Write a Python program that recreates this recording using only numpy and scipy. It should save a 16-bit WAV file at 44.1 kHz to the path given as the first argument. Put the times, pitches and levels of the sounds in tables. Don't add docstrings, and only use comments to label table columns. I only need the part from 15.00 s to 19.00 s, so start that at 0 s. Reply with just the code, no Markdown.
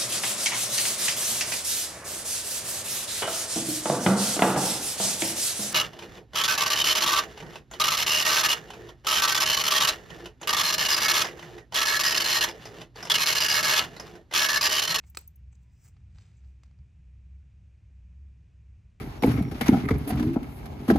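import sys
import numpy as np
from scipy import signal
from scipy.fft import rfft, irfft, next_fast_len
from scipy.io import wavfile
from scipy.ndimage import uniform_filter1d, map_coordinates

SR = 44100
rng = np.random.default_rng(int(sys.argv[2]) if len(sys.argv) > 2 else 0)


def master_out(mix):
    frames = np.transpose(np.atleast_2d(mix))
    ceiling = np.clip(frames, -1, 1)
    pcm = np.round(ceiling * 32767).astype(np.int16)
    wavfile.write(sys.argv[1], SR, pcm)


N = 176400

# start in seconds, level in dB, brightness in dB per octave, ring level in dB.
BUCKLE_HITS = [(.1536, -46, 2, -14), (.1720, -24, 0, 0), (.1741, -35, .8, -18)]
# frequency in Hz, level in dB, 60 dB decay time in seconds.
BUCKLE_MODES = [(400, -27, .03), (510, -22, .025), (1280, -14, .023), (1560, -19, .014), (2080, -26, .02),
                (2527, -12, .029), (2790, -18, .016), (3865, -17, .025), (4250, -18, .02),
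                (4450, -11, .018), (5960, -21, .02), (7005, -18.5, .032), (7400, -17.5, .035),
                (7950, -10, .034), (8490, -12.5, .017), (8980, -18, .017), (12450, -21, .011),
                (15500, -21, .013)]
# frequency in Hz, level in dB.
CRACK_EQ = [(150, -13), (350, -2), (520, 3), (800, -8), (1350, 1), (1900, -5), (2600, 1), (3300, -6),
            (4400, 2), (5100, 1), (6100, 1), (6600, -5), (8000, 3), (9500, 0), (10900, -11), (12500, -3),
            (14300, 0), (16000, -9)]
# start in seconds, level in dB, low-mode level in dB.
TONGUE_HITS = [(.0993, -48, -9), (.1862, -40.5, -9), (.209, -49, -14), (.2764, -43.5, -2), (.3582, -54, -1)]
# frequency in Hz, level in dB, 60 dB decay time in seconds.
TONGUE_HIGH_MODES = [(14110, 0, .043), (14085, -17, .11), (14205, -9, .03)]
# frequency in Hz, level in dB, 60 dB decay time in seconds.
TONGUE_LOW_MODES = [(6280, -19, .05), (6520, -21, .04), (7800, -22, .025)]
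# frequency in Hz, level in dB.
TONGUE_CLICK_EQ = [(1000, -30), (5000, -18), (8000, -10), (11000, -12), (14500, 0), (16000, -3)]
# start in seconds, level in dB, brightness in
# dB per octave, 60 dB decay time in seconds, low-pass cutoff in Hz, resonance in Hz.
TICK_HITS = [(.038, -56, -1.5, .02, 3500, 2200), (.1486, -43.5, -.5, .013, 9000, 1900),
             (.527, -63.5, -.5, .03, 3200, 2500), (.5545, -63, 4.5, .01, 14000, 7700),
             (.9665, -64, -2.5, .02, 5500, 1300), (1.1845, -53, -1.5, .014, 6500, 4700),
             (1.446, -67.5, -2.3, .016, 6000, 4500), (1.6345, -54.5, -.8, .015, 14000, 1150),
             (1.712, -65, -2.5, .014, 6000, 1100), (1.789, -67, -2, .015, 6200, 4800)]
# frequency in Hz, level in dB.
TICK_EQ = [(200, -15), (700, -3), (1100, 0), (1600, -4), (2300, 0), (3300, -6), (5000, -2), (8000, -6),
           (11000, -20), (15000, -17)]
# peak time in seconds, level in dB, 20 dB rise and fall in seconds.
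SLIDE_STROKES = [(.075, -65.5, .04, .05), (.63, -81, .05, .06), (.74, -81, .08, .08),
                 (.858, -61.5, .075, .03), (.884, -60.5, .025, .02), (1.48, -84, .08, .1)]
# frequency in Hz, level in dB.
SLIDE_EQ = [(300, -15), (1100, -4), (2200, -5), (3600, -13), (4800, -8), (5600, -2), (6400, 0), (7000, -2),
            (7600, 7), (8200, 0), (9000, -3), (11500, -13), (13300, -9), (14000, 2), (15500, -1),
            (16000, -16)]
# peak time in seconds, level in dB, 20 dB rise and fall in seconds.
GRATE_STROKES = [(.528, -65, .008, .014), (.554, -72, .014, .012), (1.2, -76, .08, .16),
                 (1.372, -75, .025, .04)]
# frequency in Hz, level in dB.
GRATE_EQ = [(3000, -40), (5800, -16), (6350, -1), (6750, -4), (7100, -10), (7600, 3), (7950, -4),
            (8500, -17), (10000, -32), (14000, -22), (16000, -40)]
# peak time in seconds, level in dB, 20 dB rise and fall in seconds.
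RUB_STROKES = [(.05, -76, .1, .08), (.87, -73, .04, .04), (.97, -80, .06, .12), (1.2, -67.5, .12, .25),
               (1.45, -79, .12, .22), (1.65, -77, .03, .08)]
# frequency in Hz, level in dB.
RUB_EQ = [(150, 0), (450, 3), (800, 0), (1100, 1), (2300, 2), (3300, -2), (4500, -1), (6500, -5),
          (8000, -6), (10500, -21), (14500, -17), (16000, -32)]
# peak time in seconds, level in dB, 20 dB rise and fall in seconds.
BUMP_STROKES = [(1.17, -51, .3, .22), (1.81, -49, .04, .05)]
# frequency in Hz, level in dB.
BUMP_EQ = [(20, -25), (45, -6), (90, 0), (130, -6), (200, -23), (500, -52), (1500, -95)]
# frequency in Hz, lag of left behind right in radians.
LEFT_LAG = [(1800, 0), (2500, -.35), (3900, -.7), (4450, -1), (5100, .6), (7000, .9), (8000, 1.5),
            (10000, 2.4), (14200, 3.9), (16000, 5)]
# frequency in Hz, level in dB.
WASH_EQ = [(200, 1), (450, 4), (1000, 1.5), (1700, -1.5), (2500, 0), (3300, -3), (4400, -1), (6000, -2),
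           (6600, -4), (7400, 5), (8400, 3), (9300, -9), (11000, -18), (16000, -17)]
# frequency in Hz, 60 dB decay time in seconds.
ROOM_DECAY = [(200, .22), (1000, .2), (4000, .22), (8000, .24), (11000, .09), (14000, .15), (16000, .08)]
# time in seconds, level in dB before the trim.
DRONE_LEVELS = [(0.0, -54), (0.37, -54), (0.44, -46), (0.76, -61), (1.19, -49), (1.3, -67), (1.44, -46),
                (1.77, -57), (1.79, -48), (1.93, -56), (2.32, -45), (2.6, -58), (3.27, -45), (3.51, -59),
                (3.77, -49), (3.83, -69), (3.88, -56), (4.0, -71)]
# frequency in Hz, level in dB ahead of its low-pass.
RUMBLE_EQ = [(18, -29), (30, -12), (39, -12), (50, -3), (66, -2), (95, 0), (130, -7), (150, -12),
             (170, -11), (200, -20), (260, -26), (400, -34), (700, -48), (1400, -90)]
# frequency in Hz, level in dB.
HISS_EQ = [(250, -1), (450, 5), (750, 2), (1400, -2), (1900, 0), (2100, -1), (2450, 3.5), (3200, -6),
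           (4300, -10.5), (6200, -9), (8000, -13), (10500, -23), (13000, -25), (15000, -33)]
# frequency in Hz, left-right correlation from -1 to 1.
BED_CORRELATION = [(100, .998), (200, .9), (400, .5), (700, 0), (1150, 0), (1500, .75), (2000, .98),
                   (7000, .98), (9000, .3), (11000, -.8)]

CONTACT_T60_S, PRE_ROLL_S = .0105, .02


def buckle_clack(crack_db=-1.5):
    out = np.zeros(N)
    t = np.arange(SR // 4) / SR - PRE_ROLL_S
    for start, db, tilt_db, ring_db in BUCKLE_HITS:
        crack = amp(crack_db) * burst(CRACK_EQ, t, CONTACT_T60_S, tilt_db)
        frame = amp(ring_db) * ring(BUCKLE_MODES, t)
        add(out, start - PRE_ROLL_S, amp(db) * (crack + frame))
    return out


def tongue_tinkle(click_db=-7, flutter_db=3.2):
    out = np.zeros(N)
    t = np.arange(SR // 4) / SR - PRE_ROLL_S
    for start, db, low_db in TONGUE_HITS:
        click = amp(click_db) * burst(TONGUE_CLICK_EQ, t, CONTACT_T60_S)
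        flutter = amp(flutter_db * wobble(200)[:len(t)])
        high_ring = flutter * ring(TONGUE_HIGH_MODES, t)
        low_ring = amp(low_db) * ring(TONGUE_LOW_MODES, t)
        add(out, start - PRE_ROLL_S, amp(db) * (click + high_ring + low_ring))
    return out


def finger_ticks(boost_db=5, width_octaves=.15):
    out = np.zeros(N)
    t = np.arange(SR // 8) / SR - PRE_ROLL_S
    for start, db, tilt_db, t60, cutoff_hz, resonance_hz in TICK_HITS:
        def spot(hz):
            bell = np.exp(-(np.log2((hz + 1) / resonance_hz) / width_octaves) ** 2)
            return amp(boost_db * bell) / np.sqrt(1 + (hz / cutoff_hz) ** 8)
        add(out, start - PRE_ROLL_S, amp(db) * filtered(burst(TICK_EQ, t, t60, tilt_db), spot))
    return out


def strap_slide():
    return friction(SLIDE_STROKES, SLIDE_EQ, grain_db=2.5, grain_rate=420)


def strap_zip(peak_s=.865, peak_db=-76.5, centre_hz=6000, octaves_per_s=1.4, width_hz=1500):
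    t = np.arange(N) / SR - peak_s
    hz = np.minimum(centre_hz * 2 ** (octaves_per_s * t), 16200)
    slips = wobble(width_hz) + 1j * wobble(width_hz)
    band = np.real(slips * np.exp(2j * np.pi * np.cumsum(hz) / SR))
    return swell(peak_s, peak_db, rise_s=.2, fall_s=.04) * unit(band)


def strap_squeak(peak_s=.69, peak_db=-82, spread_s=.05, pitch_hz=985, waver_hz=32):
    t = np.arange(N) / SR - peak_s
    hz = pitch_hz + waver_hz * wobble(200)
    envelope = amp(peak_db) * np.exp(-(t / spread_s) ** 2 / 2)
    return envelope * np.sin(2 * np.pi * np.cumsum(hz) / SR)


def finger_rub():
    return friction(RUB_STROKES, RUB_EQ, grain_db=2.8, grain_rate=250)


def hinge_grate():
    return friction(GRATE_STROKES, GRATE_EQ, grain_db=3, grain_rate=200)


def hand_bumps():
    return friction(BUMP_STROKES, BUMP_EQ, grain_db=1, grain_rate=20)


def clack_wash(send_db=-28.5, t60=.235, rise_s=.004):
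    power = np.zeros(N)
    for start, db, _, _ in BUCKLE_HITS:
        age = np.maximum(np.arange(N) / SR - start, 0)
        power += (amp(db - 60 * age / t60) * (1 - np.exp(-age / rise_s))) ** 2
    focused = microphone_pair(noise(WASH_EQ, N))
    wide = noise(WASH_EQ, (2, N))
    return amp(send_db) * np.sqrt(power / 2) * (focused + wide)


def room_reverb(x, early_db=-14, early_t60=.045, tail_db=-14):
    hz, frame_s, bands = signal.stft(rng.standard_normal((2, SR // 2)), SR, nperseg=256)
    decay = amp(-60 * frame_s / along(ROOM_DECAY, hz)[:, None])
    tail = signal.istft(bands * decay, SR, nperseg=256)[1]
    t = np.arange(tail.shape[1]) / SR
    early = rng.standard_normal(tail.shape) * amp(-60 * t / early_t60) * (t > .001)
    tail *= amp(tail_db) / np.linalg.norm(tail[0])
    early *= amp(early_db) / np.linalg.norm(early[0])
    return signal.fftconvolve(x[None], early + tail, axes=1)[:, :N]


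def low_drone(pitch_hz=65.3, waver_hz=1.5, trim_db=-1):
    level_db = np.interp(np.arange(N) / SR, *np.transpose(DRONE_LEVELS))
    hz = pitch_hz + waver_hz * wobble(10)
    return amp(level_db + trim_db) * unit(np.sin(2 * np.pi * np.cumsum(hz) / SR))


def room_tone(rumble_db=-55.5, hiss_db=-78.2, cutoff_hz=520):
    def layer():
        rumble = filtered(noise(RUMBLE_EQ, N), lambda hz: 1 / (1 + (hz / cutoff_hz) ** 6))
        return amp(rumble_db) * unit(rumble) + amp(hiss_db) * noise(HISS_EQ, N)

    def width(hz):
        angle = np.arccos(along(BED_CORRELATION, hz)) / 2
        return np.array([np.cos(angle), np.sin(angle)])

    mid, side = filtered(np.array([layer(), layer()]), width)
    return np.array([mid + side, mid - side])


def burst(eq, t, t60, tilt_db=0, smooth_hz=500):
    envelope = amp(-60 * np.abs(t) / t60) * (t >= 0)
    spectrum = rfft(rng.standard_normal(len(t)) * envelope)
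    hz = np.fft.rfftfreq(len(t), 1 / SR)
    local_power = np.abs(uniform_filter1d(np.abs(spectrum) ** 2, round(smooth_hz / hz[1])))
    coloured = spectrum / np.sqrt(local_power) * eq_gain(eq, hz, tilt_db)
    return unit(irfft(coloured, len(t))) * np.sqrt(np.mean(envelope ** 2))


def ring(modes, t, attack_s=.00015):
    age = np.maximum(t, 0)
    out = np.zeros(len(t))
    for k, (hz, db, t60) in enumerate(modes):
        polarity = (-1) ** (k // 2)
        envelope = amp(db + rng.normal(0, 1) - 60 * age / t60)
        out += polarity * envelope * np.sin(2 * np.pi * hz * age)
    return out * (1 - np.exp(-age / attack_s))


def friction(strokes, eq, grain_db, grain_rate):
    power = sum(swell(*stroke) ** 2 for stroke in strokes)
    texture = noise(eq, N) * amp(grain_db * wobble(grain_rate))
    return np.sqrt(power) * unit(texture)


def swell(peak_s, peak_db, rise_s, fall_s):
    t = np.arange(N) / SR - peak_s
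    return amp(peak_db - 20 * np.maximum(-t / rise_s, t / fall_s))


def microphone_pair(x):
    return filtered(x, lambda hz: np.exp(.5j * along(LEFT_LAG, hz) * np.array([[-1], [1]])))


def noise(eq, size):
    return unit(filtered(rng.standard_normal(size), lambda hz: eq_gain(eq, hz)))


def eq_gain(eq, hz, tilt_db=0):
    return amp(along(eq, hz) + tilt_db * np.log2(hz + 1))


def filtered(x, response):
    n = x.shape[-1]
    padded = next_fast_len(n + 8192)
    return irfft(rfft(x, padded) * response(np.fft.rfftfreq(padded, 1 / SR)), padded)[..., :n]


def along(points, hz):
    knots_hz, values = np.transpose(points)
    return np.interp(np.log(hz + 1), np.log(knots_hz + 1), values)


def wobble(rate):
    knots = rng.standard_normal(int(N * rate / SR) + 4)
    return map_coordinates(knots, [np.arange(N) * rate / SR])


def amp(db):
    return 10 ** (np.asarray(db) / 20)


def unit(x):
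    return x / np.sqrt(np.mean(x ** 2) + 1e-20)


def add(track, start_s, sound):
    part = track[round(start_s * SR):][:len(sound)]
    part += sound[:len(part)]


def scene(steel_send_db=-7):
    steel = buckle_clack() + tongue_tinkle()
    strap = strap_slide() + strap_zip() + strap_squeak()
    handling = strap + finger_ticks() + finger_rub() + hinge_grate()
    reflections = room_reverb(handling + amp(steel_send_db) * steel) + clack_wash()
    return microphone_pair(steel + handling) + reflections + hand_bumps() + low_drone() + room_tone()


def record(dry):
    cutoff_hz, edge_hz = 16200, 70
    return filtered(dry, lambda hz: .5 - .5 * np.tanh((hz - cutoff_hz) / edge_hz / 2))


dry = scene()
out = record(dry)
master_out(out)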